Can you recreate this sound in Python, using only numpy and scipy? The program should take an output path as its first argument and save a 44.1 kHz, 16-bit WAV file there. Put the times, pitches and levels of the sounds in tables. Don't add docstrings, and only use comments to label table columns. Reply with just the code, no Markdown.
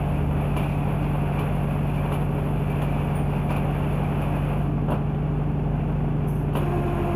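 import sys
import numpy as np
from scipy import signal
from scipy.fft import rfft, irfft, next_fast_len
from scipy.io import wavfile

SR = 44100
rng = np.random.default_rng(int(sys.argv[2]) if len(sys.argv) > 2 else 0)


def inscribe(sig):
    pcm = np.round(np.clip(np.atleast_2d(sig).T, -1, 1) * 32767)
    wavfile.write(sys.argv[1], SR, pcm.astype(np.int16))


def rack_gain(trim_db):
    fader = np.asarray(trim_db, float)
    return 10 ** (fader / 20)


N = 315315
TIME_S = np.arange(N) / SR

# time in seconds, firings per second.
SPEED = [(0, 48.5), (4.55, 48.54), (5.0, 48.85), (5.4, 49.17), (6.47, 49.17), (6.61, 48.75), (7.0, 46.95),
         (7.15, 46.9)]
# multiple of the four-stroke cycle, relative level in dB.
EXHAUST_ORDERS = [(3, -39.5), (4, -5), (5, -23.5), (6, -13), (7, -10.5), (8, -9), (9, -18), (10, -14.5),
                  (11, -19), (12, 1), (13, -25.5), (14, -13.5), (15, -9), (16, -12.5), (17, -16.5),
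                  (18, -14.5), (19, -13), (20, -21), (21, -23.5), (22, -23), (23, -26), (24, -16.5),
                  (25, -25.5), (26, -27.5), (27, -22.5), (28, -28), (29, -25.5), (30, -29.5), (31, -19),
                  (32, -27.5), (33, -23.5), (34, -21.5), (35, -25), (36, -37), (37, -52), (38, -31),
                  (39, -35), (40, -25)]
# multiple, change in dB running free, change in dB dragged down.
LOAD_SHIFT = [(6, -1, -2), (8, -6.5, 3.5), (10, 5.5, -1.5), (12, 0, -3.5), (14, 4, -6), (15, -10.5, -4.5)]
EXHAUST_DB = -27
EXHAUST_WOBBLE_DB, EXHAUST_WANDER_RAD = 1.4, 0.3
SWELL_DB, SWELL_PEAK_S, SWELL_WIDTH_S = 10.5, 0.25, 0.27
# frequency in Hz, relative level in dB per Hz.
ROAR_SPECTRUM = [(40, -44), (48, 1), (100, -10), (170, -4.5), (240, -5.5), (300, 0), (330, -21), (420, -5),
                 (460, -16), (700, -12.5), (900, -16), (1200, -33.5)]
ROAR_DB, ROAR_THROB = -33.5, 0.2
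# frequency in Hz, relative level in dB per Hz.
CLATTER_SPECTRUM = [(800, 9.5), (1000, -2.5), (1500, 0.5), (1900, -12.5), (2150, -20), (2500, -25.5),
                    (2850, -18), (3450, -30.5), (3700, -28), (5200, -33), (8400, -37.5), (9700, -34.5),
                    (10500, -25.5), (11400, -36.5), (13200, -42.5), (15600, -36.5)]
CLATTER_DB = -49.5

DRILL_STOP_S, RUN_DOWN_S, DRILL_START_S, SPIN_UP_S = 4.63, 0.1, 6.52, 0.07
# frequency in Hz, relative level in dB per Hz.
GRIND_SPECTRUM = [(250, -17.5), (420, -9), (520, 1), (750, 0), (1150, -6), (1400, -11), (1650, -13),
                  (1800, -16.5), (2150, -16), (2300, -13), (2750, -14), (2950, -20), (3450, -27),
                  (3700, -38.5), (4600, -47)]
GRIND_DB, GRIND_STOPPED_DB = -35.5, -40.5
# frequency in Hz, relative level in dB per Hz.
HISS_SPECTRUM = [(3300, -15), (3800, -15), (4750, -14), (5000, -33.5), (6300, -19.5), (8300, -18),
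                 (9700, -8), (10100, -2.5), (10700, 5), (11300, 2), (11800, -1), (13500, -5.5),
                 (15600, -6.5)]
HISS_DB, HISS_STOPPED_DB = -58.5, -71.5
WAVER_DB = 0.5
# frequency in Hz, width in Hz, level in dB.
BLOCK_MODES = [(417.3, 11, -48), (563, 14, -52), (716, 14, -48), (1138, 2.8, -55.5), (1400, 25, -60.5),
               (2985, 40, -66.5), (3454, 28, -69.5), (4680, 60, -83), (6700, 120, -83.5), (7070, 40, -84.5)]
# frequency in Hz, width in Hz, relative level in dB.
SQUEAL_MODES = [(2347, 30, -5.5), (2506, 62, -3.5), (2555, 35, -9), (2780, 21, -9)]
SQUEAL_DB, SQUEAL_STOPPED_DB, SQUEAL_WAVER_DB = -53.5, -66, 3
# peak time in seconds, squeal level in dB.
BITES = [(0.57, -38), (0.63, -46), (1.39, -42), (1.949, -47), (2.13, -44), (2.84, -44), (3.5, -40),
         (3.56, -42.5), (4.21, -48), (4.94, -46), (6.55, -45)]
BITE_RISE_S, BITE_T60_S = 0.014, 0.23

# start in seconds, strength in dB, treble chatter against it in dB,
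# thud against it in dB.
KNOCKS = [(0.5648, -18.5, -21, 5), (0.597, -31, -28, -5), (0.624, -34, -17, -11), (0.872, -32, -30, 14),
          (1.39, -22.5, -21, 6), (1.5494, -40, -11, -4), (2.1193, -22, -21, 4), (2.139, -30, -20, 6),
          (2.208, -32, -27, 7), (2.6978, -37, -12, -3), (2.8176, -21, -21, 4), (3.5038, -21.5, -25, 11),
          (3.561, -28, -18, 8), (3.923, -36, -14, 2), (4.213, -35, -13, 8), (4.357, -37.5, -14, 6),
          (4.8825, -31.5, -28, 22.5), (4.9017, -29, -18, 14.5), (4.919, -27.5, -31, 12.5),
          (5.145, -32, -33, 6), (5.365, -42, -29, -1), (6.5317, -34, -19, 10), (6.552, -20, -21, 5),
          (6.569, -26, -19, 9)]
# frequency in Hz, relative level in dB, 60 dB decay time in seconds.
HEAD_MODES = [(432, -3, 0.1), (734, 4.5, 0.019), (1530, -10.5, 0.014), (987, -0.5, 0.085),
              (1078, -5, 0.091), (1160, -16, 0.13), (1910, -18, 0.03), (2470, -13.5, 0.089),
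              (2680, -17, 0.027), (2670, -16, 0.13), (2940, -25, 0.025), (4390, -28.5, 0.054),
              (5930, -30, 0.029), (6700, -27.5, 0.1)]
# frequency in Hz, relative level in dB per Hz.
RATTLE_SPECTRUM = [(500, -10), (750, 0), (1200, 1), (1900, -7), (2300, -11), (2900, -1), (3500, -11.5),
                   (3900, -25), (6000, -44), (8000, -36.5)]
# frequency in Hz, relative level in dB per Hz.
THUD_SPECTRUM = [(110, -24), (175, 5.5), (300, -5.5), (600, -2.5), (950, -8.5), (1500, -16.5), (2000, -42)]
RATTLE_T60_S, CHATTER_T60_S, THUD_T60_S = 0.18, 0.15, 0.29
USUAL_CHATTER_DB = -20
CONTACT_CUT = 2.5

CLINK_S = [3.1545, 4.912, 6.355]
CLINK_HZ = [
    [4743, 9501, 9685, 15030],
    [2783, 2875, 4414, 3273],
    [6150, 9550, 12650, 14200],
]
# pairs of level in dB, 60 dB decay time in seconds.
CLINK_RINGS = [
    [(-70, .15), (-43.5, 0.32), (-52, 0.1), (-48, 0.21)],
    [(-41.5, .2), (-46, .12), (-61, 0.23), (-62, .1)],
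    [(-68, .06), (-52, .07), (-52, .07), (-62, .05)],
]

# peak time in seconds, level in dB, rise in seconds, 60 dB decay in seconds.
SCRAPES = [(6.206, -75, .02, .3), (6.287, -49.5, 0.026, 0.38), (6.4, -61, .06, .28)]
# frequency in Hz, relative level in dB per Hz.
SLIDE_SPECTRUM = [(3500, -40), (5400, -17), (6200, -13), (7000, -20), (8500, -17), (9800, -12), (11100, 1),
                  (13000, -10), (15600, -16)]
# frequency in Hz, width in Hz, level in dB against the sliding noise.
SLIDE_TINKS = [(6200, 150, -20), (9600, 100, -18), (10700, 100, -11), (11500, 90, -9), (12200, 90, -16),
               (13500, 90, -14), (15000, 150, -15)]

# multiple of the growl frequency, relative level in dB.
GROWL_PARTIALS = [(1, 2), (2, -4.5), (3, -11), (4, -19), (5, -32), (7, -38), (8, -43), (11, -46)]
# frequency in Hz, width in Hz, level in dB against the growl.
GEAR_WHINE = [(1630, 50, -19.5), (2290, 40, -26), (3000, 40, -32), (3880, 60, -46), (4790, 50, -51),
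              (5500, 300, -46), (6650, 200, -41), (8500, 300, -47), (9350, 150, -44)]
GROWL_START_S, GROWL_FADE_S = 6.56, 0.047
GROWL_DB, GROWL_GAIN_DB, GROWL_BUILD_S = -36, 3.5, 0.21
GROWL_HZ, GROWL_SAG_HZ_PER_S = 355, 21


def rms_one(x):
    return x / np.sqrt(np.mean(x ** 2) + 1e-20)


def drift(rate_hz):
    pole = np.exp(-200 * np.pi * rate_hz / SR)
    white = rng.standard_normal(N // 100 + 1002)
    slow = signal.lfilter([1], [1, -2 * pole, pole * pole], white)[1000:]
    slow = rms_one(slow - slow.mean())
    return np.interp(np.arange(N) / 100, np.arange(len(slow)), slow)


def colour(x, spectrum):
    size = next_fast_len(N)
    hz, level_db = np.transpose(spectrum)
    axis_hz = np.maximum(np.arange(size // 2 + 1) * SR / size, 1)
    gain = rack_gain(np.interp(np.log(axis_hz), np.log(hz), level_db, left=-90, right=-90))
    return rms_one(irfft(rfft(x, size) * gain, size)[:N])


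def grit(per_s, spread_db, smooth):
    sizes = rack_gain(spread_db * np.minimum(rng.exponential(1, N), 4))
    signed = sizes * rng.choice([-1, 1], N)
    struck = rng.random(N) < per_s / SR
    return rms_one(signed * struck) + smooth * rng.standard_normal(N)


def resonance(x, hz, width_hz):
    r = np.exp(-np.pi * width_hz / SR)
    poles = [1, -2 * r * np.cos(2 * np.pi * hz / SR), r * r]
    return signal.lfilter([(1 - r * r) / 2, 0, (r * r - 1) / 2], poles, x)


def ramp(start_s, length_s):
    return np.clip((TIME_S - start_s) / length_s, 0, 1)


def swell(peak_s, peak_db, rise_s, t60_s):
    late = np.maximum(TIME_S - peak_s, 0)
    return ramp(peak_s - rise_s, rise_s) ** 2 * rack_gain(peak_db - 60 * late / t60_s)


def firing_rate():
    return np.interp(TIME_S, *np.transpose(SPEED))


def engine_cycle():
    return 2 * np.pi * np.cumsum(firing_rate() / 4) / SR


def order_shifts_db():
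    firing_hz = firing_rate()
    usual_hz = SPEED[0][1]
    free = np.maximum(firing_hz - usual_hz, 0) / (firing_hz.max() - usual_hz)
    dragged = np.maximum(usual_hz - firing_hz, 0) / (usual_hz - firing_hz.min())
    shift_db = {order: free_db * free + dragged_db * dragged
                for order, free_db, dragged_db in LOAD_SHIFT}
    shift_db[6] = shift_db[6] + SWELL_DB * np.exp(-((TIME_S - SWELL_PEAK_S) / SWELL_WIDTH_S) ** 2)
    return shift_db


def exhaust_note(cycle):
    shift_db = order_shifts_db()
    note = np.zeros(N)
    for order, level_db in EXHAUST_ORDERS:
        firing = order % 4 == 0
        loose = (0.15 if firing else 1) * np.sqrt(order / 12)
        wobble_db = EXHAUST_WOBBLE_DB * loose * drift(3.3)
        phase = rng.uniform(0, 2 * np.pi) + EXHAUST_WANDER_RAD * loose * drift(0.97)
        order_db = EXHAUST_DB + level_db + shift_db.get(order, 0) + wobble_db
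        note += np.sqrt(2) * rack_gain(order_db) * np.sin(order * cycle + phase)
    return note


def generator():
    cycle = engine_cycle()
    note = exhaust_note(cycle)
    throb = 1 + ROAR_THROB * np.cos(4 * cycle) + 0.15 * np.cos(2 * cycle) + 0.1 * np.cos(cycle)
    roar = rack_gain(ROAR_DB + 0.36 * drift(4)) * colour(rng.standard_normal(N) * throb, ROAR_SPECTRUM)
    clatter = rack_gain(CLATTER_DB + 0.51 * drift(8.3)) * colour(grit(8000, 1.6, 1.4) * throb, CLATTER_SPECTRUM)
    return note + roar + clatter


def drilling():
    return 1 - ramp(DRILL_STOP_S, RUN_DOWN_S) + ramp(DRILL_START_S, SPIN_UP_S)


def squeal(on):
    envelope = rack_gain(np.interp(on, [0, 1], [SQUEAL_STOPPED_DB, SQUEAL_DB]) + SQUEAL_WAVER_DB * drift(5.2))
    for peak_s, peak_db in BITES:
        envelope += swell(peak_s, peak_db, BITE_RISE_S, BITE_T60_S)
    out = np.zeros(N)
    for hz, width_hz, level_db in SQUEAL_MODES:
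        mode = rms_one(resonance(grit(1500, 4.1, 0.71), hz, width_hz))
        out += envelope * rack_gain(level_db + 2.2 * drift(12)) * mode
    return out


def hone():
    on = drilling()
    grind_db = np.interp(on, [0, 1], [GRIND_STOPPED_DB, GRIND_DB]) + WAVER_DB * drift(1.7)
    hiss_db = np.interp(on, [0, 1], [HISS_STOPPED_DB, HISS_DB]) + WAVER_DB * drift(0.91)
    chatter_db = drift(8.3)
    out = rack_gain(grind_db + chatter_db) * colour(grit(6000, 2.23, 1.05), GRIND_SPECTRUM)
    for hz, width_hz, level_db in BLOCK_MODES:
        mode = rms_one(resonance(rng.standard_normal(N), hz, width_hz))
        out += rack_gain(grind_db - grind_db.mean() + level_db) * mode
    torque = 1 + 0.12 * np.cos(4 * engine_cycle())
    hiss_level = torque * rack_gain(hiss_db + 0.8 * chatter_db + 1.2 * drift(30))
    hiss = hiss_level * colour(grit(12000, 2.8, 1.5), HISS_SPECTRUM)
    return out + squeal(on) + hiss


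def head_ring():
    at = [round(row[0] * SR) for row in KNOCKS]
    knocks_db = np.array(KNOCKS)
    extra_db = knocks_db[:, 2] - USUAL_CHATTER_DB
    strengths_db = knocks_db[:, 1:2] - 7 + rng.normal(0, 2, (len(at), len(HEAD_MODES)))
    rung = np.zeros(N)
    for (hz, level_db, t60_s), hit_db in zip(HEAD_MODES, strengths_db.T):
        clicks = np.full(N, 1e-18)
        clicks[at] = rack_gain(hit_db + level_db + (hz > 4000) * extra_db)
        soft = np.exp(-2 * np.pi * CONTACT_CUT * hz / SR)
        clicks = signal.lfilter([(1 - soft) ** 2], [1, -2 * soft, soft * soft], clicks)
        r = rack_gain(-60 / (t60_s * SR))
        w = 2 * np.pi * hz / SR
        rung += signal.lfilter([0, np.sin(w)], [1, -2 * r * np.cos(w), r * r], clicks)
    return signal.sosfilt(signal.butter(2, 6500, fs=SR, output="sos"), rung)


def knocks():
    body, bright, thud = np.zeros((3, N))
    for start_s, strength_db, bright_db, thud_db in KNOCKS:
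        age = np.maximum(TIME_S - start_s, 0)
        late = np.maximum(age - 0.0015, 0)
        body += rack_gain(strength_db - 15.5 - 60 * age / RATTLE_T60_S) * np.minimum(age / 0.0012, 1)
        chatter_db = strength_db + bright_db - 1.5
        bright += rack_gain(chatter_db - 60 * late / CHATTER_T60_S) * np.minimum(late / 0.0036, 1)
        thud += rack_gain(strength_db + thud_db - 15 - 60 * age / THUD_T60_S) * np.minimum(age / 0.0014, 1)
    noise = grit(5000, 0.88, 0.54)
    rattle = body * colour(noise, RATTLE_SPECTRUM)
    chatter = bright * colour(noise, HISS_SPECTRUM)
    return head_ring() + rattle + chatter + thud * colour(rng.standard_normal(N), THUD_SPECTRUM)


def clinks():
    out = np.zeros(N)
    for start_s, modes_hz, rings in zip(CLINK_S, CLINK_HZ, CLINK_RINGS):
        age = np.maximum(TIME_S - start_s, 0)
        for hz, (level_db, t60_s) in zip(modes_hz, rings):
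            out += rack_gain(level_db - 60 * age / t60_s) * np.sin(2 * np.pi * hz * age)
    return out


def slide():
    scrape = rack_gain(1.2 * drift(40)) * colour(grit(7000, 2.5, 0.9), SLIDE_SPECTRUM)
    for hz, width_hz, tink_db in SLIDE_TINKS:
        narrow = resonance(grit(90, 2.5, 0.25), hz, width_hz)
        scrape += rack_gain(tink_db) * rms_one(resonance(narrow, hz, 3 * width_hz))
    return sum(swell(*row) for row in SCRAPES) * scrape


def motor_growl():
    hz = GROWL_HZ - GROWL_SAG_HZ_PER_S * (TIME_S - GROWL_START_S)
    level_db = GROWL_DB + GROWL_GAIN_DB * ramp(GROWL_START_S, GROWL_BUILD_S)
    phase = 2 * np.pi * np.cumsum(hz) / SR + 0.4 * drift(16)
    tone = np.zeros(N)
    for multiple, part_db in GROWL_PARTIALS:
        tone += rack_gain(part_db + 2.2 * drift(20)) * np.sin(multiple * phase + 0.3 * drift(20))
    whine = np.zeros(N)
    for gear_hz, width_hz, gear_db in GEAR_WHINE:
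        mode = rms_one(resonance(rng.standard_normal(N), gear_hz, width_hz))
        whine += rack_gain(GROWL_DB + GROWL_GAIN_DB + gear_db) * mode
    return ramp(GROWL_START_S, GROWL_FADE_S) * (np.sqrt(2) * rack_gain(level_db) * tone + whine)


def scene():
    return (generator() + hone() + knocks() + clinks() + slide() + motor_growl())[None]


def top_cut(x):
    return signal.sosfilt(signal.butter(12, 15710, fs=SR, output="sos"), x)


def record(dry):
    rounded = 0.4 * np.tanh(dry / 0.4)
    low_pass = signal.ellip(12, 0.5, 60, 15470, fs=SR, output="sos")
    return top_cut(signal.sosfilt(low_pass, rounded))


dry = scene()
out = record(dry)
inscribe(out)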